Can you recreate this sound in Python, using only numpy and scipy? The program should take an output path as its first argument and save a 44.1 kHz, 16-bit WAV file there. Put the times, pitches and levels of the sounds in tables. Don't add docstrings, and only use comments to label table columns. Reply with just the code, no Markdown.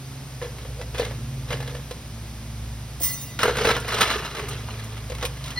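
import sys
import numpy as np
from scipy import signal
from scipy.fft import rfft, irfft, next_fast_len
from scipy.io import wavfile
from scipy.ndimage import map_coordinates

SR = 44100
rng = np.random.default_rng(int(sys.argv[2]) if len(sys.argv) > 2 else 0)


def wav_out(sig):
    wavfile.write(sys.argv[1], SR, np.round(np.clip(np.atleast_2d(sig).T, -1, 1) * 32767).astype(np.int16))


N = 246519
TOP_HZ = 15950

# [start_s, level_db]
TONG_TOUCHES = [(2.999, -12), (3.014, -5), (3.032, 1), (3.055, -11), (3.091, -5.5), (3.21, -13)]


def amp(db):
    return 10 ** (np.asarray(db) / 20)


def unit(x):
    return x / np.sqrt(np.mean(x ** 2) + 1e-20)


def along(points, hz):
    f, v = np.transpose(points)
    return np.interp(np.log(hz + 1), np.log(f + 1), v)


def curve(points):
    s, v = np.transpose(points)
    return np.interp(np.arange(N) / SR, s, v)


def wobble(rate):
    knots = rng.standard_normal(int(N * rate / SR) + 4)
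    return map_coordinates(knots, [np.arange(N) * rate / SR])


def filtered(x, response):
    n = x.shape[-1]
    m = next_fast_len(n + SR // 8)
    return irfft(rfft(x, m) * response(np.fft.rfftfreq(m, 1 / SR)), m)[..., :n]


def resonance(f, hz, width):
    return 1j * f * width / (hz * hz - f * f + 1j * f * width)


def add(track, s, sound):
    part = track[max(round(s * SR), 0):][:len(sound)]
    part += sound[:len(part)]


def overlap(starts, pings):
    at = (starts * N).astype(int) + np.arange(pings.shape[1])
    return unit(np.bincount(at.ravel(), pings.ravel(), N)[:N])


def knocks(clack_db=-8, note_db=-11, thump_db=5, splinter_db=-27):
    # [start_s, level_db, thump_relative_db, treble_relative_db, leading_pitch_hz]
    blows = [ (0.415, -29, 2, -20, 1050), (0.423, -32, 5, -14, 2100), (0.448, -33, 0, -21, 1740),
             (0.585, -35, -9, -16, 2220), (0.65, -38.5, 5, -27, 1750), (0.813, -27.5, -13, -17, 1980),
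             (0.946, -28.5, -3, -14, 2500), (0.982, -24, -24, -10, 3584), (0.996, -21.5, 4, -15, 1740),
             (1.019, -27, 3.5, -20, 1776), (1.049, -25.5, -14, -9, 2100), (1.109, -29.5, -18, -22, 1715),
             (1.486, -37, -19, -11, 1740), (1.505, -21.5, -8, -20, 2110), (1.529, -23, -12.5, -17, 1687),
             (1.57, -33, -11, -15, 2080), (1.603, -28.5, -5, -16, 1720), (1.627, -29, -14, -17, 1740),
             (1.676, -28.5, -14, -10, 1690), (1.695, -34, -14, -18, 2080), (1.749, -30.5, -1, -15, 2850),
             (1.766, -34, -10, -17, 1740), (1.91, -27, 0, -10, 1044), (3.39, -17.5, -28, -14.5, 1480),
             (3.431, -8.5, -13, -18.5, 1357), (3.44, -19.5, -1, -29, 1380), (3.454, -13, -1, -26, 1616),
             (3.48, -16.5, 3.5, -24, 1412), (3.494, -19, -3.5, -19, 1620), (3.508, -25.5, 4, -21, 2030),
             (3.555, -21.5, -21, -21, 1545), (3.569, -19, -13.5, -11, 1520), (3.584, -17.5, -9, -20, 1380),
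             (3.61, -19, -0.5, -23, 1820), (3.646, -13, -9, -29, 1380), (3.652, -14.5, -2.5, -14, 1590),
             (3.671, -12.5, -3, -15, 1290), (3.689, -11, -10, -20, 1320), (3.702, -12, -11, -25, 1357),
             (3.711, -16.5, -10, -16, 2010), (3.765, -15.5, -16, -20.5, 1414), (3.846, -27, -9, -19, 2480),
             (3.883, -23, -12, -19, 2900), (3.923, -20, -18, -14, 2090), (3.944, -19.5, -4.5, -10, 1330),
             (3.984, -19.5, -16, -17, 1074), (4.008, -8, -22, -11.5, 1746), (4.017, -12, -25, -9, 4000),
             (4.029, -13.5, -28, -13, 1760), (4.075, -22, -20, -11, 2700), (4.102, -16, -31, -16, 1690),
             (4.112, -18, -22, -11, 2940), (4.157, -23, 2.5, -17, 1510), (4.2, -29.5, -1, -31, 1160),
             (4.223, -29, -14, -20, 1460), (4.249, -23, -19, -18.5, 1300), (4.256, -26.5, -20, -10.5, 2750),
             (4.312, -31, -16, -15, 1440), (4.349, -24, -25, -17, 1555), (4.369, -25, -24, -16, 2090),
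             (4.384, -24.5, -6, -19, 1160), (4.395, -23.5, -7, -19, 1126), (4.438, -30.5, 1, -22, 2910),
             (4.47, -33, -12, -20, 1140), (4.485, -28.5, -14, -15, 1240), (4.511, -29.5, -13, -11, 2710),
             (4.531, -30.5, -5, -13, 2120), (4.574, -37, -10, -23, 1100), (4.685, -27.5, -14, -25, 1154),
             (4.701, -36, -14, -18, 1740), (4.796, -33.5, -19, -10, 3330), (4.967, -34, -29, -13.5, 1400),
             (4.976, -33.5, -23.5, -15, 1730), (5.099, -29.5, 2, -6, 1060), (5.119, -27, -0.5, -18.5, 1084),
             (5.15, -30.5, -11, -10, 2150), (5.183, -32, -14, -13, 1350), (5.211, -31, -16, -10, 3040),
             (5.226, -20.5, -6.5, -13, 1090), (5.242, -31, 8, -3, 2120), (5.251, -19.5, -20, -6, 2477),
             (5.369, -33.5, -20, -14, 1720), (5.44, -28.5, -33, 4, 3120), (5.46, -31.5, -25, 4, 3380),
             (5.48, -29.5, -21, -6, 1407), (5.505, -28, -28, 0, 3120)]
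    # [pitch_over_lowest_note_ratio, level_db]
    hollow_modes = [(0.999, -0.5), (1.4, -12), (1.72, -20)]
    clack_t60, snap_t60, note_t60, thump_t60 = 0.06, 0.0034, 0.11, 0.054
    usual_hardness_db, note_scatter = -15, 0.028
    treble = [(1500, 0), (3500, 1.0)]  # (Hz, share of the hardness in dB)
    out, t = np.zeros(N), np.arange(SR // 8) / SR
    rise = 1 - np.exp(-t / 0.00049)
    for s, db, low, hard, note_hz in blows:
        decay = amp(-60 * t / clack_t60) + amp(-60 * t / snap_t60)
        strike = rng.standard_normal(len(t)) * decay * rise

        def colour(f):
            return in_bucket(f, s, scatter_db=4.0) * amp((hard - usual_hardness_db) * along(treble, f))

        clack = filtered(strike, colour)
        clack = clack / np.std(clack[:SR // 100])
        note = np.sin(2 * np.pi * note_hz * t) * amp(-60 * t / note_t60) * rise
        hz = bucket_state(s)[0] * (1 + note_scatter * rng.standard_normal())
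        boom = sum(amp(level - 60 * t * ratio / thump_t60) * np.sin(2 * np.pi * ratio * hz * t)
                   for ratio, level in hollow_modes)
        thump = boom * (1 - np.exp(-t / 0.0016))
        blow = amp(clack_db) * clack + amp(note_db) * note
        blow = blow + amp(splinter_db) * splinter(t) + amp(low + thump_db) * thump
        add(out, s, amp(db) * blow)
    return out


def rattle(rattle_db=-2.5, rumble_db=-7.5, clump_db=1.0, clumps_per_s=70):
    # [peak_s, rattle_db, swell_s, settle_s, rumble_relative_db]
    pushes = [ (0.427, -37.5, .015, 0.14, 8.5), (0.61, -48.5, 0.06, 0.3, 9), (0.82, -44, 0.088, 0.045, 14),
              (0.957, -31.5, .013, 0.11, 0), (1.0, -29.5, 0.054, 0.14, 5.5), (1.53, -26.5, 0.044, 0.049, 3),
              (1.75, -41, 0.51, 0.098, 5), (3.402, -23, 0.011, 0.18, -5), (3.46, -23.5, 0.032, 0.097, 6),
              (3.6, -25, 0.097, 0.21, 3), (3.7, -19, .1, 0.11, 0.5), (3.89, -26.5, 0.052, 0.52, -5),
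              (4.012, -21.5, .18, 0.28, -5), (4.02, -16, .025, 0.037, -14), (4.115, -24, .04, 0.11, -11),
              (4.262, -33.5, 0.016, 0.087, -13), (4.4, -33, 0.098, 0.16, 3), (4.525, -36, 0.07, 0.29, -2),
              (4.71, -41, 0.1, 0.99, -1), (5.235, -30, .035, 0.073, -5), (5.51, -36, 0.21, 0.13, -20)]
    push_range_db = 19.5
    click_share = 0.42
    contacts = np.array([collisions(rate=5000, t60=0.011), cube_clicks()])
    out = np.zeros(N)
    for s, db, swell, settle, low in pushes:
        t = np.arange(-round(1.3 * swell * SR), round(2 * settle * SR)) / SR
        effort = amp(db - push_range_db * np.maximum(-t / swell, t / settle))
        cubes = np.roll(contacts, rng.integers(N), axis=1)[:, :len(t)]
        grind, clicks = filtered(cubes, lambda f: in_bucket(f, s, scatter_db=1.0))
        jostle = np.sqrt(1 - click_share) * unit(grind) + np.sqrt(click_share) * unit(clicks)
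        hollow_hz, width, *_ = bucket_state(s)
        noise = rng.standard_normal(N)[:len(t)]
        hollow = unit(filtered(noise, lambda f: resonance(f, hollow_hz, width) ** 2))
        add(out, s + t[0], effort * (amp(rattle_db) * jostle + amp(low + rumble_db) * hollow))
    return out * amp(clump_db * wobble(clumps_per_s))


def collisions(rate, t60):
    u = rng.random((int(rate * N / SR), 3))
    t = np.arange(SR // 245) / SR
    hz = TOP_HZ * u[:, 1:2] ** 2
    size = np.sqrt(u[:, 1:2])
    pings = size * np.exp(-np.log(1000) * t / t60) * np.sin(2 * np.pi * (hz * t + u[:, 2:3]))
    return overlap(u[:, :1], pings)


def cube_clicks(count=3, per_s=200, t60=0.035, spread_db=3.5):
    # [lowest_hz, highest_hz]
    click_hz = (997, 6486)
    u = rng.random((int(per_s * N / SR), 2 + count))
    t = np.arange(SR // 40) / SR
    hz = click_hz[0] * (click_hz[1] / click_hz[0]) ** u[:, 2:, None]
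    size = amp(spread_db * np.minimum(-np.log(1 - u[:, 1:2]), 2))
    tones = np.sum(np.sqrt(hz) * np.sin(2 * np.pi * hz * t), axis=1)
    return overlap(u[:, :1], size * amp(-60 * t / t60) * tones)


def in_bucket(f, s, scatter_db):
    # [frequency_hz, level_db_per_hz]
    clatter = [(100, -7), (200, 1), (330, -2), (460, -2.5), (620, 4.5), (1000, 0), (2000, 0), (3000, -0.5),
               (4100, -2.5), (5000, -8.5), (6500, -7.5), (9000, -13.5), (12000, -16.5), (15500, -23)]
    # [pitch_hz, width_hz, level_db]
    wall_modes = [(952, 34, -2.5), (1092, 81, -2), (1729, 53, 0.5), (2065, 47, 2.5), (2645, 28, -1.5),
                  (2895, 51, -3.5), (3360, 32, -2), (4015, 31, 2), (5140, 210, -5.5)]
    scoop_modes = [(2820, 62, -2.5), (4100, 82, -5)]
    _, _, scoop_hz, scoop_db, wall_db = bucket_state(s)
    modes = [(hz, width, db + wall_db) for hz, width, db in wall_modes]
    lowest = (scoop_hz, 160, 0)
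    modes += [(hz, width, db + scoop_db) for hz, width, db in [lowest, *scoop_modes]]
    sizes = scatter_db * rng.standard_normal(len(modes))
    ringing = sum(amp(db + size) * resonance(f, hz, width)
                  for (hz, width, db), size in zip(modes, sizes))
    return amp(along(clatter, f)) * (1 + ringing)


def bucket_state(s):
    # [time_s, hollow_pitch_hz, hollow_width_hz, scoop_pitch_hz, scoop_ring_db, wall_ring_db]
    states = [(1.9, 490, 126, 1370, -25, -4), (3.39, 468, 90, 1440, 4, -10),
              (3.77, 457, 90.5, 1350, -12, -2), (4.01, 435, 110, 1300, 3, -4), (4.16, 416, 65, 1210, 4, 1),
              (4.7, 430, 64, 1170, -4, -12), (5.1, 499, 122, 1070, -7, -11)]
    times, *cols = np.transpose(states)
    return [np.interp(s, times, c) for c in cols]


def splinter(t, t60=0.09):
    hiss = [(2500, -36), (6000, 6.5), (10000, 5.5), (16000, -6.0)]  # (Hz, dB)
    chips = unit(filtered(rng.standard_normal(len(t)), lambda f: amp(along(hiss, f))))
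    return chips * amp(-60 * t / t60) * (1 - np.exp(-t / 0.0012))


def cracks():
    # [start_s, level_db]
    splits = [(3.43, -25.5), (3.799, -35), (3.879, -34), (4.008, -25), (4.485, -31), (4.838, -40.5),
              (5.251, -29)]
    out, t = np.zeros(N), np.arange(SR // 8) / SR
    for s, db in splits:
        add(out, s, amp(db) * splinter(t))
    return out


def tongs(ring_db=-38.0, shimmer_db=-27.5, tap_db=-34, tips_db=-36):
    # [pitch_hz, level_db, t60_s]
    steel_modes = [(1124, -16.5, 3.9), (2003, -4, 1.0), (2790, -8.5, 1.4), (3709, -10, 3.4),
                   (4750, -7.5, 1.6), (4899, -11, 0.6), (5329, -3, .7), (6000, 5.5, 0.9), (6379, -4, .26),
                   (6770, 4, 0.74), (8380, 8, 0.35), (8750, 8, 0.4), (9600, -3, .32), (10380, 2, 0.61),
                   (10850, 1, 0.44), (11340, -3, 0.82), (11930, 1, 0.56), (12330, 4, 0.55),
                   (15240, 12, .29), (15320, 14, .31), (15525, 16, 0.36), (15635, 12, .33),
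                   (15720, 11, .33)]
    tip_modes = [(4240, 0, 0.23)]
    wood_modes = [(276, 3.5, 0.1), (540, 11, 0.031), (673, 10, 0.034)]
    # [start_s, level_db]
    tip_touches = [(3.091, -5), (3.108, 0)]
    steel = ring(steel_modes, TONG_TOUCHES, attack=0.005, blur_hz=2, flutter_db=2.2, twin=0.5)
    tips = ring(tip_modes, tip_touches, attack=0.004, blur_hz=2)
    wood = ring(wood_modes, [(3.006, 0)], attack=0.0032, blur_hz=5)
    metal = amp(ring_db) * steel + amp(shimmer_db) * shimmer() + amp(tips_db) * tips
    return metal + amp(tap_db) * wood


def shimmer(t60=0.24, scrape_db=-9, scrape_t60=0.089, count=90):
    # [frequency_hz, level_db]
    sheen = [(400, -6), (1500, -9), (5000, -0.5), (10000, -2), (14200, 3), (15000, -1), (15800, -3)]
    out, t = np.zeros(N), TONG_TOUCHES[0][0] + np.arange(SR // 2) / SR
    u = rng.random((count, 2))
    hz = TOP_HZ * (np.arange(count)[:, None] + u[:, :1]) / count
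    partials = amp(along(sheen, hz)) * np.sin(2 * np.pi * (hz * t + u[:, 1:]))
    modes = unit(np.sum(partials, axis=0))
    noise = rng.standard_normal(len(t))
    scrape = unit(filtered(noise, lambda f: amp(along(sheen, f)) * (f < TOP_HZ)))
    add(out, t[0], modes * fading(TONG_TOUCHES, t, t60, attack=0.001)
        + amp(scrape_db) * scrape * fading(TONG_TOUCHES, t, scrape_t60, attack=0.0011))
    return out


def ring(modes, touches, attack, blur_hz, flutter_db=0, flutters_per_s=45, twin=0):
    arm_detune, arms_free_s = 0.002, 3.08
    out, t = np.zeros(N), touches[0][0] + np.arange(SR) / SR
    hz, db, t60 = np.transpose(modes)[:, :, None]
    steps = rng.standard_normal((len(modes), len(t)))
    stray = np.cumsum(steps, axis=1) * np.sqrt(blur_hz / (2 * np.pi * SR))
    flutter = flutter_db * np.array([wobble(flutters_per_s)[:len(t)] for _ in modes])
    phase = 2 * np.pi * (hz * (t - t[0]) + stray)
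    lead = 2 * np.pi * arm_detune * hz * np.maximum(t - arms_free_s, 0)
    pair = (np.sin(phase) + twin * np.sin(phase + lead)) / (1 + twin)
    add(out, t[0], np.sum(amp(db + flutter) * fading(touches, t, t60, attack) * pair, axis=0))
    return out


def fading(touches, t, t60, attack):
    ages = [(np.maximum(t - s, 0), db) for s, db in touches]
    energy = sum((amp(db - 60 * age / t60) * (1 - np.exp(-age / attack))) ** 2 for age, db in ages)
    return np.sqrt(energy)


def glass(glass_db=-25.5):
    # [pitch_hz, level_db, t60_s]
    tumbler_modes = [(1976, -2, .5), (2970, -16, 0.23), (4220, 3.5, 0.17), (5760, -13, 0.05)]
    # [start_s, level_db]
    cube_touches = [(5.561, -10), (5.575, 0)]
    return amp(glass_db) * ring(tumbler_modes, cube_touches, attack=0.00024, blur_hz=1)


def smeared(x, t60=0.054, drift_per_s=9, count=4):
    t = np.arange(SR // 20) / SR
    smears = rng.standard_normal((count, len(t))) * amp(-60 * t / t60)
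    smears = smears / np.linalg.norm(smears, axis=1, keepdims=True)
    shares = np.array([wobble(drift_per_s) for _ in smears])
    copies = signal.fftconvolve(x[None], smears, axes=1)[:, :N]
    return np.sum(copies * shares / np.linalg.norm(shares, axis=0), axis=0)


def yard(x):
    # [frequency_hz, t60_s]
    decay = [(200, 0.38), (1500, 0.38), (5000, 0.4), (14000, 0.015)]
    hz, t, z = signal.stft(rng.standard_normal(SR // 3), SR, nperseg=256)
    tail = signal.istft(z * amp(-60 * t / along(decay, hz)[:, None]), SR, nperseg=256)[1]
    return signal.fftconvolve(np.pad(x, (SR // 400, 0)), tail / np.linalg.norm(tail))[:N]


def hum():
    # [firing_rate_hz, level_db, second_order_relative_db, third_order_relative_db]
    twin_engine = (111.5, -40.5, -10.5, -24)
    lone_engine = (132, -37.5, -15, -27.5)
    # [time_s, level_db]
    lone_swell = [(0, 1.5), (0.75, -6.5), (1.65, 4), (2.2, -12.5), (2.8, -7.5), (3.8, 1), (4.1, -20),
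                  (4.5, 1.5), (4.85, -15), (5.59, 2.5)]
    drone_swell = [(0, -56), (0.7, -35.5), (1.8, -42), (2.75, -38), (3.15, -49), (3.55, -40), (4.7, -40.5),
                   (5.2, -36), (5.59, -46)]
    beat_s, loudest_s, twin_share = 1.22, 2.46, 0.41
    rise_db, rise_s = 22, 0.55
    t = np.arange(N) / SR
    beat = np.abs(1 + twin_share * np.exp(2j * np.pi * (t - loudest_s) / beat_s))
    arriving = amp(-rise_db * np.maximum(1 - t / rise_s, 0))
    pair = arriving * beat * engine(*twin_engine, flutter_db=1.8, waver=0.0064)
    lone = amp(curve(lone_swell)) * engine(*lone_engine, flutter_db=1.5, waver=0.0073)
    drone = engine(59.5, curve(drone_swell), flutter_db=2.0, waver=0.015)
    return pair + lone + drone


def engine(hz, db, *overtones_db, flutter_db, waver):
    pitch = hz * (1 + waver * wobble(12) + 0.004813 * wobble(0.98))
    turn = 2 * np.pi * np.cumsum(pitch) / SR
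    orders = [amp(db + level + flutter_db * wobble(6)) * np.sin(k * turn + 2 * np.pi * rng.random())
              for k, level in enumerate([0, *overtones_db], 1)]
    return np.sqrt(2) * sum(orders)


def air(air_db=-40):
    # [frequency_hz, level_db_per_hz]
    spectrum = [(30, -16), (45, -13), (74, 6.5), (98, -4.5), (150, 5), (172, -6.5), (260, -8.5),
                (350, -13.5), (700, -14.5), (1700, -20), (2500, -19), (5800, -21), (7500, -23.5),
                (10500, -26.5), (13000, -28.5), (15500, -35.5)]
    # [frequency_hz, likeness_0_to_1]
    air_alike = [(250, 0.98), (900, 0.68), (1800, 0.96), (3000, 0.51), (5500, 0.63), (7400, 1),
                 (15500, 0.79)]
    shared, apart = filtered(rng.standard_normal((2, N)), lambda f: amp(along(spectrum, f)))
    return amp(air_db) * unit(left_and_right(shared, apart, air_alike))


def left_and_right(shared, apart, alike):
    # [frequency_hz, lead_rad]
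    lead = [(2000, 0), (2800, 1.23), (3400, 0.82), (4400, 1.5), (5100, 0.06), (7000, 3), (8000, 3.5),
            (9800, 7.5), (11500, 5.5), (12800, 13), (14300, 30), (15700, -6)]

    def blend(f):
        angle = np.arccos(np.clip(along(alike, f), 0, 1)) / 2
        return np.array([np.cos(angle), np.sin(angle)])

    mid, side = filtered(np.array([shared, apart]), blend)
    return filtered(np.array([mid + side, mid - side]),
                    lambda f: np.exp(.5j * np.outer([1, -1], along(lead, f))))


def scene(wet_db=-15):
    # [frequency_hz, likeness_0_to_1]
    bar_alike = [(400, 0.97), (1900, 1), (2600, 0.62), (5500, 1), (15500, 1)]
    bar = knocks() + rattle() + cracks() + tongs() + glass()
    bar = bar + amp(wet_db) * yard(bar)
    stereo = left_and_right(bar, smeared(bar), bar_alike) + hum() + air()
    return stereo * amp([[-.3], [.3]])


def record(dry):
    return filtered(dry, lambda f: f < TOP_HZ)


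dry = scene()
out = record(dry)
wav_out(out)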